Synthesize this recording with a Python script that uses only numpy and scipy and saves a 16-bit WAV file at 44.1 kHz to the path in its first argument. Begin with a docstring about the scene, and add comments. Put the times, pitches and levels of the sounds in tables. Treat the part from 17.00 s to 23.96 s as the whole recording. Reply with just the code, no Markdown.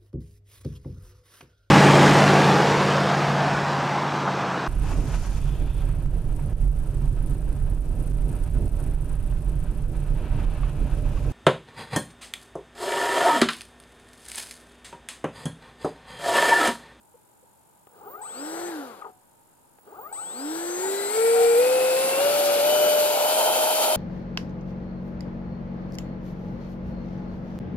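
"""Electric model jet at take-off

A camera on the back of a ducted-fan model hears servos buzz, one blip of the motor, then a spool-up in
throttle steps and the start of the roll. Rotating parts radiate at multiples (orders) of the shaft rate:
unbalance hums, blades whistle, the motor whines. The speed controller sings, and turbulence roars,
hisses in the duct and rushes over the airframe, growing as a power of the shaft rate."""
import sys
import numpy as np
from scipy import signal
from scipy.fft import rfft, irfft, next_fast_len
from scipy.io import wavfile
from scipy.ndimage import uniform_filter1d, map_coordinates

SR = 44100
rng = np.random.default_rng(int(sys.argv[2]) if len(sys.argv) > 2 else 0)


def log_audio(samples):
    """Write samples as a 16-bit WAV file to the path given in sys.argv[1]."""
    # one column per channel
    frames = np.atleast_2d(samples).T
    # limit to full scale, then quantise
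    limited = np.clip(frames, -1, 1)
    pcm = np.round(limited * 32767).astype(np.int16)
    wavfile.write(sys.argv[1], SR, pcm)


N = 306936

# Noise spectra: f/Hz, relative density/dB
AMBIENT_SPECTRUM = [(25, -28), (55, -3), (110, 1.5), (250, 0), (740, -2), (920, 6), (1150, -11.5),
                    (1500, -7.5), (1900, -16), (6000, -20.5), (13500, -11), (15700, -28)]
SERVO_SPECTRUM = [(3000, -60), (6200, -23), (7000, -1), (8300, -6), (9300, 0.5), (11200, -15), (13200, -27),
                  (15700, -20)]
ROAR_SPECTRUM = [(15, -55), (40, -41), (80, -19.5), (200, -6.5), (330, 2.5), (490, 9), (600, 1.5), (780, 8),
                 (1100, -5), (1450, 3), (1950, -19.5), (3000, -20), (7000, -59)]
HISS_SPECTRUM = [(200, -70), (900, -16), (1400, -7), (1900, -10), (2500, -8.5), (3400, -4), (4600, -1),
                 (5600, -7.5), (7800, -3), (9300, -0.5), (10600, -6), (12500, -5.5), (14500, -10),
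                 (15700, -18.5)]
RUSH_SPECTRUM = [(15, -70), (40, -52), (90, -30), (160, -38), (240, -16.5), (380, -13), (540, 0.5),
                 (700, 2.5), (900, 0), (1100, -11), (1400, -6), (1800, -27), (4000, -45)]
FUSELAGE_SPECTRUM = [(600, -38), (800, -4), (900, 2), (1000, -5.5), (1200, -35)]
BEARING_SPECTRUM = [(1400, -35), (2300, 2.5), (2900, -1), (3700, -2), (5000, -24), (7000, -45)]
RATTLE_SPECTRUM = [(150, -35), (400, -6), (600, -2), (850, 7), (1500, -2), (2500, -5), (5000, -27)]

# Shading at the camera's two microphone ports: f/Hz, left minus right/dB
PORT_BALANCE = [(200, -2), (700, 2.5), (1300, 8.5), (2400, 8), (4400, 4), (7000, 6.5), (9200, 0),
                (11000, -16), (13000, -3), (15500, -3)]
# Likeness of turbulence at the ports: f/Hz, coherence (0-1)
PORT_COHERENCE = [(40, 0.96), (120, 0.85), (300, 0.89), (800, 0.83), (1800, 0.72), (5500, 0.48),
                  (7500, 0.69), (9300, 0.94), (10700, 0.18), (15000, 0.75)]
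# Delay between the ports: f/Hz, phase lead of the left/rad
PORT_LEAD = [(60, 0), (400, .7), (1100, 1.4), (2500, 1.2), (4600, 1.8), (5600, 2.6), (10000, 3.3),
             (11900, 5.6), (13500, 6.3), (15500, 6.6)]
# Resonances: f/Hz, bandwidth/Hz, gain/dB
PANEL_MODES = [(420, 45, 2), (830, 70, 8), (1235, 75, 9), (1500, 120, -3), (2020, 200, -12),
               (3100, 450, -11), (743, 6, 7)]
DUCT_MODES = [(3985, 130, -3.5), (9500, 660, 7), (12100, 580, 1)]

# The blip and the take-off: start t/s, idle reached t/s, throttle closed t/s, gain/dB
MOTOR_RUNS = [(.87, 1.216, 1.68, -4), (2.786, 3.126, 8, 0)]
# Soft start up to idle: t/s after the start, shaft rate/Hz
IDLE_RAMP = [(0, 0), (.06, 5), (.125, 18), (.185, 40), (.273, 68), (.348, 90)]
# Throttle moves: t/s, target shaft rate/Hz, time constant/s
THROTTLE_MOVES = [(1.223, 310.6, .144), (1.322, 361, .105), (3.132, 257.2, .168), (3.322, 335.1, .1),
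                  (3.44, 363.5, .17), (3.762, 409.7, .14), (4.08, 467.9, .09), (4.56, 516, .07),
                  (4.939, 541, .102), (5.17, 586, .068), (5.37, 576, .08), (5.622, 600.5, .028),
                  (5.97, 597, .08), (6.25, 621.6, .041)]
# The blade tone fades and swells near full throttle: t/s, gain/dB
BLADE_GAIN = [(5.22, 0), (5.32, -6), (5.62, -11), (5.7, 6), (5.82, 6), (5.95, -3), (6.15, -4), (6.3, 3.5)]
# Servo twitches and squeaks of the straining airframe: t/s, duration/s, first f/Hz, last f/Hz, level/dB
SERVO_TWITCHES = [(.138, 0.026, 465, 504, -51.5), (.424, .026, 460, 510, -56.5)]
AIRFRAME_SQUEAKS = [(3.81, 0.089, 984, 772, -36.5), (4.32, 0.18, 738, 743, -31.5)]
# The motor jerks as it starts and stops: t/s, relative level/dB
MOTOR_JOLTS = [(0.871, -42.5), (2.046, -37), (2.069, -40), (2.786, -44)]
# Panels ring as motor tones sweep through their resonances, speeding up or braking: t/s, f/Hz, level/dB
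PANEL_RINGS = [(1.2135, 860, -27), (1.235, 960, -35), (2.0215, 1230, -29), (2.046, 1240, -29),
               (2.053, 960, -32), (2.077, 880, -37), (3.115, 780, -31), (3.127, 830, -24)]

# Controller carrier, running and (about an octave up) starting: shaft rate/Hz, f/Hz, relative level/dB
RUN_CARRIER = [(90.4, 7795, -44), (200, 7730, -45.5), (333.7, 7680, -46.5), (438.5, 7645, -39),
               (566, 7605, -51), (606, 11000, -71)]
START_CARRIER = [(1, 15720, -68), (35, 15700, -63), (58, 15600, -45), (90, 15550, -59)]
# Their sidebands: offset in shaft orders, relative level/dB
RUN_SIDEBANDS = [(4, -17), (-9, -21), (18, -12)]
START_SIDEBANDS = [(3, -13), (-6, -11), (-4, -6), (-5, -10), (-9, -10), (-13, -7)]

# Line spectra of the rotating parts: shaft order, relative level/dB
UNBALANCE_ORDERS = [(1, -1)]
BLADE_ORDERS = [(5, 0.18)]
WHINE_ORDERS = [(18, 4), (36, -21)]
OVERTONE_ORDERS = [(10, 6), (15, -3.5), (20, -4), (25, -6.5), (27, -22)]  # of blades and motor
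UNEVEN_ORDERS = [(4, 4), (6, -10), (7, -10), (9, -8), (10, -6), (11, -7), (12, -4), (13, -7), (14, -10),
                 (15, -7), (23, -10)]  # no two blades or magnets are alike
COGGING_ORDERS = [(5, -5), (6, -8), (9, 0), (10, -6), (12, -17), (15, -19), (18, -1), (27, -9), (36, -18),
                  (54, -22)]
STEP_ORDERS = [(18, -2), (36, 0), (72, -13), (108, -16)]  # magnetic steps of the barely turning rotor

# Tones swell where they meet a resonance of airframe or duct: shaft rate/Hz, relative level/dB
HUM_LEVEL = [(120, -79), (200, -60.5), (292, -30.5), (340, -32.5), (385, -26.5), (428, -33.5), (456, -17.5),
             (485, -14.5), (516, -20), (539, -26), (575, -21), (600, -19.5), (620, -21)]
ORDER_2_LEVEL = [(150, -78), (230, -57), (262, -45), (300, -54), (400, -53), (440, -46), (500, -49),
                 (530, -38), (560, -40), (585, -56)]
ORDER_3_LEVEL = [(150, -78), (270, -51), (340, -53), (400, -57), (435, -42), (480, -42), (520, -52),
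                 (545, -47), (580, -64)]
BLADE_LEVEL = [(25, -80), (85, -60), (200, -60), (280, -54), (330, -53), (450, -44), (500, -40), (620, -40)]
WHINE_LEVEL = [(10, -80), (60, -64), (110, -62), (180, -60), (225, -60), (262, -50.5), (290, -56),
               (325, -54), (345, -56), (354, -45), (385, -42), (400, -49), (430, -39), (500, -40),
               (545, -38), (580, -50), (600, -50), (621, -42)]
ORDER_27_LEVEL = [(40, -85), (65, -65), (100, -65), (150, -58), (180, -70), (245, -64), (268, -52),
                  (295, -61), (325, -51), (350, -68)]
# Strength of torque ripple, magnetic steps and bearing rasp: shaft rate/Hz, relative level/dB
RIPPLE_LEVEL = [(3, -66), (10, -58), (25, -52), (43, -47.5), (68, -47.5), (80, -48), (88, -53), (104, -53),
                (135, -46.5), (175, -51), (230, -52), (300, -55), (450, -85)]
STEPPING_LEVEL = [(5, -72), (11, -49.5), (23, -52.5), (42, -56.5), (60, -66), (90, -85)]
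BEARING_LEVEL = [(60, -92.5), (170, -66.5), (260, -61), (340, -57.5), (480, -43.5), (580, -37.5),
                 (620, -59)]

BAND_LIMIT_HZ = 15780
FULL_SHAFT_HZ = 600
COAST_S = .331  # from closing the throttle to braking


def amp(db):
    """Amplitude ratio of a level in decibels."""
    return 10 ** (np.asarray(db) / 20)


def unit(x):
    """Normalisation to rms 1."""
    return x / np.sqrt(np.mean(x ** 2) + 1e-20)


def along(points, hz):
    """Interpolation of (f/Hz, value) points on a logarithmic frequency axis."""
    f, v = np.transpose(points)
    return np.interp(np.log(hz + 1), np.log(f + 1), v)


def at_speed(rows, speed):
    """Linear interpolation of each column at the shaft rate."""
    rates, *columns = np.transpose(rows)
    return [np.interp(speed, rates, column) for column in columns]


def since(s):
    """Time elapsed since a moment, 0 before it."""
    return np.maximum(np.arange(N) / SR - s, 0)


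def during(start, end):
    """Rectangular gate with soft edges."""
    return uniform_filter1d(1. * ((since(start) > 0) & (since(end) == 0)), size=200)


def wobble(rate):
    """Smooth random modulation, with rate knots a second."""
    return map_coordinates(rng.standard_normal(int(N * rate / SR) + 4), [np.arange(N) * rate / SR])


def phase(hz):
    """Phase as the time integral of frequency."""
    return 2 * np.pi * np.cumsum(hz) / SR


def filtered(x, response):
    """Linear filtering: the spectrum is multiplied by a frequency response."""
    size = next_fast_len(N + SR // 2)
    return irfft(rfft(x, size) * response(np.fft.rfftfreq(size, 1 / SR)), size)[..., :N]


def noise(spectrum):
    """Spectral shaping of two independent white noises, to rms 1."""
    return unit(filtered(rng.standard_normal((2, N)), lambda hz: amp(along(spectrum, hz))))


def resonate(x, modes):
    """Modal superposition: second-order resonators add with alternating sign."""
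    def response(f):
        return sum((-1) ** k * amp(db) * 1j * f * width / (centre ** 2 - f * f + 1j * f * width)
                   for k, (centre, width, db) in enumerate(modes))
    return filtered(x, response)


def orders(speed, table, flutter_db, jitter_rad, carrier=0):
    """Lines at carrier + order x shaft rate, broadened by random amplitude and phase modulation."""
    out = np.zeros(N)
    for order, db in table:
        hz = carrier + order * speed
        level = amp(db + flutter_db * (wobble(12) + wobble(70)) / 2) * (hz < BAND_LIMIT_HZ)
        out += np.sqrt(2) * level * np.sin(phase(hz) + jitter_rad * wobble(150))
    return out


def ports(sound):
    """Diffraction: the camera body shades and delays the sound differently at each port."""
    def response(hz):
        shade = amp(np.outer([.5, -.5], along(PORT_BALANCE, hz)))
        delay = np.exp(1j * np.outer([.5, -.5], along(PORT_LEAD, hz)))
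        return shade / np.sqrt(np.mean(shade ** 2, axis=0)) * delay
    return filtered(sound, response)


def spread(pair):
    """Partial coherence: the ports receive the sum and difference of two independent noises."""
    def weights(hz):
        mix_angle = np.arccos(np.clip(along(PORT_COHERENCE, hz), 0, 1)) / 2
        return np.array([np.cos(mix_angle), np.sin(mix_angle)])
    common, apart = filtered(pair, weights)
    return np.array([common + apart, common - apart])


def shaft_speed():
    """Inertia: the shaft rate (Hz) lags each throttle move, falls evenly when coasting, then brakes."""
    coast_hz_per_s, brake_s, stick_hz = 570, .044, 12  # friction stops the last stick_hz outright
    total = np.zeros(N)
    for start, _, closed, _ in MOTOR_RUNS:
        speed = np.interp(since(start), *np.transpose(IDLE_RAMP))
        previous = IDLE_RAMP[-1][1]
        for s, target, lag in THROTTLE_MOVES:
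            if start < s < closed:
                speed += (target - previous) * (1 - np.exp(-since(s) / lag))
                previous = target
        coasted = speed - coast_hz_per_s * np.minimum(since(closed), COAST_S)
        brake = np.exp(-since(closed + COAST_S) / brake_s)
        total += np.maximum((coasted + stick_hz) * brake - stick_hz, 0)
    return np.abs(uniform_filter1d(total, size=600))


def drive():
    """Motor states (0-1) and run gain; the current decays exponentially once the throttle closes."""
    starting, powered, coasting, gain_db = np.zeros((4, N))
    for start, idle, closed, db in MOTOR_RUNS:
        current = np.exp(-since(closed) / .03)
        starting += during(start, idle)
        powered += during(idle, closed + COAST_S) * current
        coasting += during(closed, closed + COAST_S) * (1 - current)
        gain_db += db * (since(start) > 0) * (since(closed + 2 * COAST_S) == 0)
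    return starting, powered, coasting, amp(gain_db)


def ambience():
    """Stationary noise forms a faint background."""
    return amp(-60) * noise(AMBIENT_SPECTRUM)


def servo_buzz(frame_hz=50):
    """Amplitude modulation: the servos emit bursts of noise at their frame rate."""
    bursts = np.clip(.7 + 1.5 * np.cos(2 * np.pi * frame_hz * (np.arange(N) / SR - .015)), 0, 1)
    common, apart = noise(SERVO_SPECTRUM)
    return amp(-68) * unit(bursts * np.array([common + .74 * apart, common - .44 * apart]))


def chirps(table):
    """Frequency glides: each twitch or squeak is a short swept tone that swells and fades."""
    out = np.zeros(N)
    for s, duration, from_hz, to_hz, db in table:
        n = round(duration * SR)
        tone = np.sin(phase(np.linspace(from_hz, to_hz, n)) + .52 * wobble(167)[:n])
        out[round(s * SR):][:n] += np.sqrt(2) * amp(db) * signal.windows.tukey(n, .6) * tone
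    return out


def bearings(speed):
    """Cyclostationary noise: the bearings rasp once in every turn."""
    once_a_turn = unit((1 + np.cos(phase(speed))) ** 2)
    level = amp(along(BEARING_LEVEL, speed) + 1.5 * wobble(40))
    return level * once_a_turn * spread(noise(BEARING_SPECTRUM))


def panel_rings(rise_s=.0015, t60_s=.055):
    """Damped vibration: at each listed time a panel rings briefly as a motor tone crosses its resonance."""
    t = np.arange(SR // 10) / SR
    out = np.zeros(N)
    for s, hz, db in PANEL_RINGS:
        envelope = amp(db - 60 * t / t60_s) * (1 - np.exp(-t / rise_s))
        out[round(s * SR):][:len(t)] += envelope * np.sin(2 * np.pi * hz * t)
    return out


def controller(speed, starting, powered):
    """Modulation: commutation puts sidebands on the switching tone, which fades at full throttle."""
    hz, db = at_speed(RUN_CARRIER, speed)
    sidebands = orders(speed, RUN_SIDEBANDS, flutter_db=3, jitter_rad=.4, carrier=hz)
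    sidebands *= np.exp(1 - speed / 130)  # strongest at low speed
    tone = orders(speed, [(0, 9)], flutter_db=1.5, jitter_rad=.1, carrier=hz)
    octave = amp(-16) * np.sin(phase(2 * hz))
    start_hz, start_db = at_speed(START_CARRIER, speed)
    soft_start = orders(speed, START_SIDEBANDS, flutter_db=3, jitter_rad=.83, carrier=start_hz)
    return powered * amp(db) * (tone + sidebands + octave) + starting * amp(start_db) * soft_start


def cogging(speed, gain, whirr):
    """Forced vibration: uneven torque drives the panel modes until inertia smooths it at high speed."""
    braking = sum(during(closed + COAST_S, closed + 2 * COAST_S) for _, _, closed, _ in MOTOR_RUNS)
    ripple = amp(along(RIPPLE_LEVEL, speed) + 1.5 * braking)  # braking current strengthens it
    jerky = speed * (1 + .164 * wobble(45) * np.exp(-speed / 16))  # the slow rotor stutters
    torque = whirr * ripple * orders(jerky, COGGING_ORDERS, flutter_db=3, jitter_rad=.45)
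    step_level = gain * amp(along(STEPPING_LEVEL, speed))
    steps = step_level * orders(jerky, STEP_ORDERS, flutter_db=2.5, jitter_rad=.4)
    t = np.arange(SR // 20) / SR
    jolts = np.zeros(N)
    for s, db in MOTOR_JOLTS:
        jolts[round(s * SR):][:len(t)] += amp(db - 60 * t / .02)
    # jolts and ripple both rattle the motor in its loose mount
    rattle = (amp(-7.5) * jolts + amp(-8.5) * ripple) * noise(RATTLE_SPECTRUM)[0]
    thud = amp(-3) * jolts * noise(ROAR_SPECTRUM)[0]
    direct = amp(-25) * torque
    return resonate(torque + steps + rattle, PANEL_MODES) + direct + thud


def airflow(speed, powered, gain, rolling):
    """Power laws of turbulent noise: each level in dB is linear in the logarithm of the shaft rate."""
    decades = np.log10(speed / FULL_SHAFT_HZ + 1e-6)
    grind = amp(-55) * np.clip(speed / 12, 0, 1)  # noise of the slowly turning motor
    switching_hiss = amp(-55.5) * powered
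    roar_level = np.hypot(amp(-29.5 + 40.5 * decades - 9 * rolling), grind)
    hiss_level = gain * np.hypot(amp(-28 + 58.5 * decades), switching_hiss) + amp(-15) * grind
    roar = roar_level * amp(.87 * wobble(30)) * noise(ROAR_SPECTRUM)
    hiss = hiss_level * amp(.96 * wobble(30)) * noise(HISS_SPECTRUM)
    # the blades chop eddies into a hump of noise just under the blade tone
    eddies = noise([(20, -4.5), (250, -.5), (500, -4), (800, -11), (1300, -60)])
    chop = amp(-34 + 38 * decades) * eddies * np.sin(phase(4.6 * speed))
    buffet_db = 1.1 * wobble(35)
    rush = amp(-32.5 + 64 * decades + 5.5 * rolling + buffet_db) * noise(RUSH_SPECTRUM)
    # the hollow fuselage drones as the wheels run
    drone = amp(-32.5 + buffet_db) * rolling * noise(FUSELAGE_SPECTRUM)
    lean = amp([[-1.7], [1.7]])  # the slipstream strikes the right port harder
    return spread(roar + hiss + chop) + lean * spread(rush + drone)


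def hum(speed, gain, rolling):
    """Rotating unbalance shakes the airframe once a turn, with second and third harmonics."""
    ground_db = rolling * (-4.5 + wobble(40))  # weaker on the roll, and shaken by bumps
    level = gain * amp(along(HUM_LEVEL, speed) + ground_db)
    out = level * orders(speed, UNBALANCE_ORDERS, flutter_db=1.24, jitter_rad=.031)
    for order, curve in ((2, ORDER_2_LEVEL), (3, ORDER_3_LEVEL)):
        out += amp(along(curve, speed)) * orders(speed, [(order, 0)], flutter_db=2.5, jitter_rad=.2)
    return out


def blade_tone(speed):
    """Blade passage: five blades give five pressure pulses a turn."""
    swell_db = np.interp(since(0), *np.transpose(BLADE_GAIN))
    level = amp(along(BLADE_LEVEL, speed) + swell_db)
    return level * orders(speed, BLADE_ORDERS, flutter_db=2.5, jitter_rad=.25)


def motor_whine(speed):
    """Commutation excites the motor 18 times a turn; orders 27 and 36 sound with it."""
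    jitter = .2 + .5 * np.clip(1 - speed / FULL_SHAFT_HZ, 0, 1)  # rougher at part throttle
    main = orders(speed, WHINE_ORDERS, flutter_db=3, jitter_rad=jitter)
    upper = orders(speed, [(27, 0)], flutter_db=3, jitter_rad=jitter)
    return amp(along(WHINE_LEVEL, speed)) * main + amp(along(ORDER_27_LEVEL, speed)) * upper


def fan(speed, coasting, gain, rolling, whirr):
    """Shaft orders superpose; the overtones stand out where they cross a duct resonance."""
    unloaded_db = -13 * coasting
    tones = hum(speed, gain, rolling) + blade_tone(speed)
    whine = gain * whirr * amp(unloaded_db) * motor_whine(speed)
    overtone_level = amp(-36) * (speed / FULL_SHAFT_HZ) ** 2.6
    overtones = overtone_level * orders(speed, OVERTONE_ORDERS, flutter_db=4.5, jitter_rad=.45)
    uneven_level = amp(-57 + unloaded_db / 2) * np.minimum(speed / 320, 1) ** 2
    uneven = uneven_level * orders(speed, UNEVEN_ORDERS, flutter_db=5, jitter_rad=1.1)
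    turning = np.clip(speed / 40, 0, 1) ** 2
    return turning * (tones + whine + uneven + resonate(overtones + uneven / 2, DUCT_MODES))


def scene():
    """Superposition: the sources on board add at the two ports, over the background."""
    speed = shaft_speed()
    starting, powered, coasting, gain = drive()
    release_s, transition_s = 6.06, .15  # the jet is let go and rolls
    rolling = np.minimum(since(release_s - transition_s / 2) / transition_s, 1)
    # the unloaded rotor wanders in its bearings and breaks up its tones
    whirr = amp(3 * coasting * (wobble(45) - 1.5))
    on_board = fan(speed, coasting, gain, rolling, whirr) + cogging(speed, gain, whirr) + panel_rings()
    on_board += controller(speed, starting, gain * powered)
    on_board = on_board + bearings(speed) + chirps(SERVO_TWITCHES) + chirps(AIRFRAME_SQUEAKS)
    on_board += airflow(speed, powered, gain, rolling)
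    return ports(on_board) + servo_buzz() + ambience()


def record(dry):
    """Ideal low-pass filter: the camera keeps nothing above its band limit."""
    return filtered(dry, lambda hz: hz < BAND_LIMIT_HZ)


dry = scene()
out = record(dry)
log_audio(out)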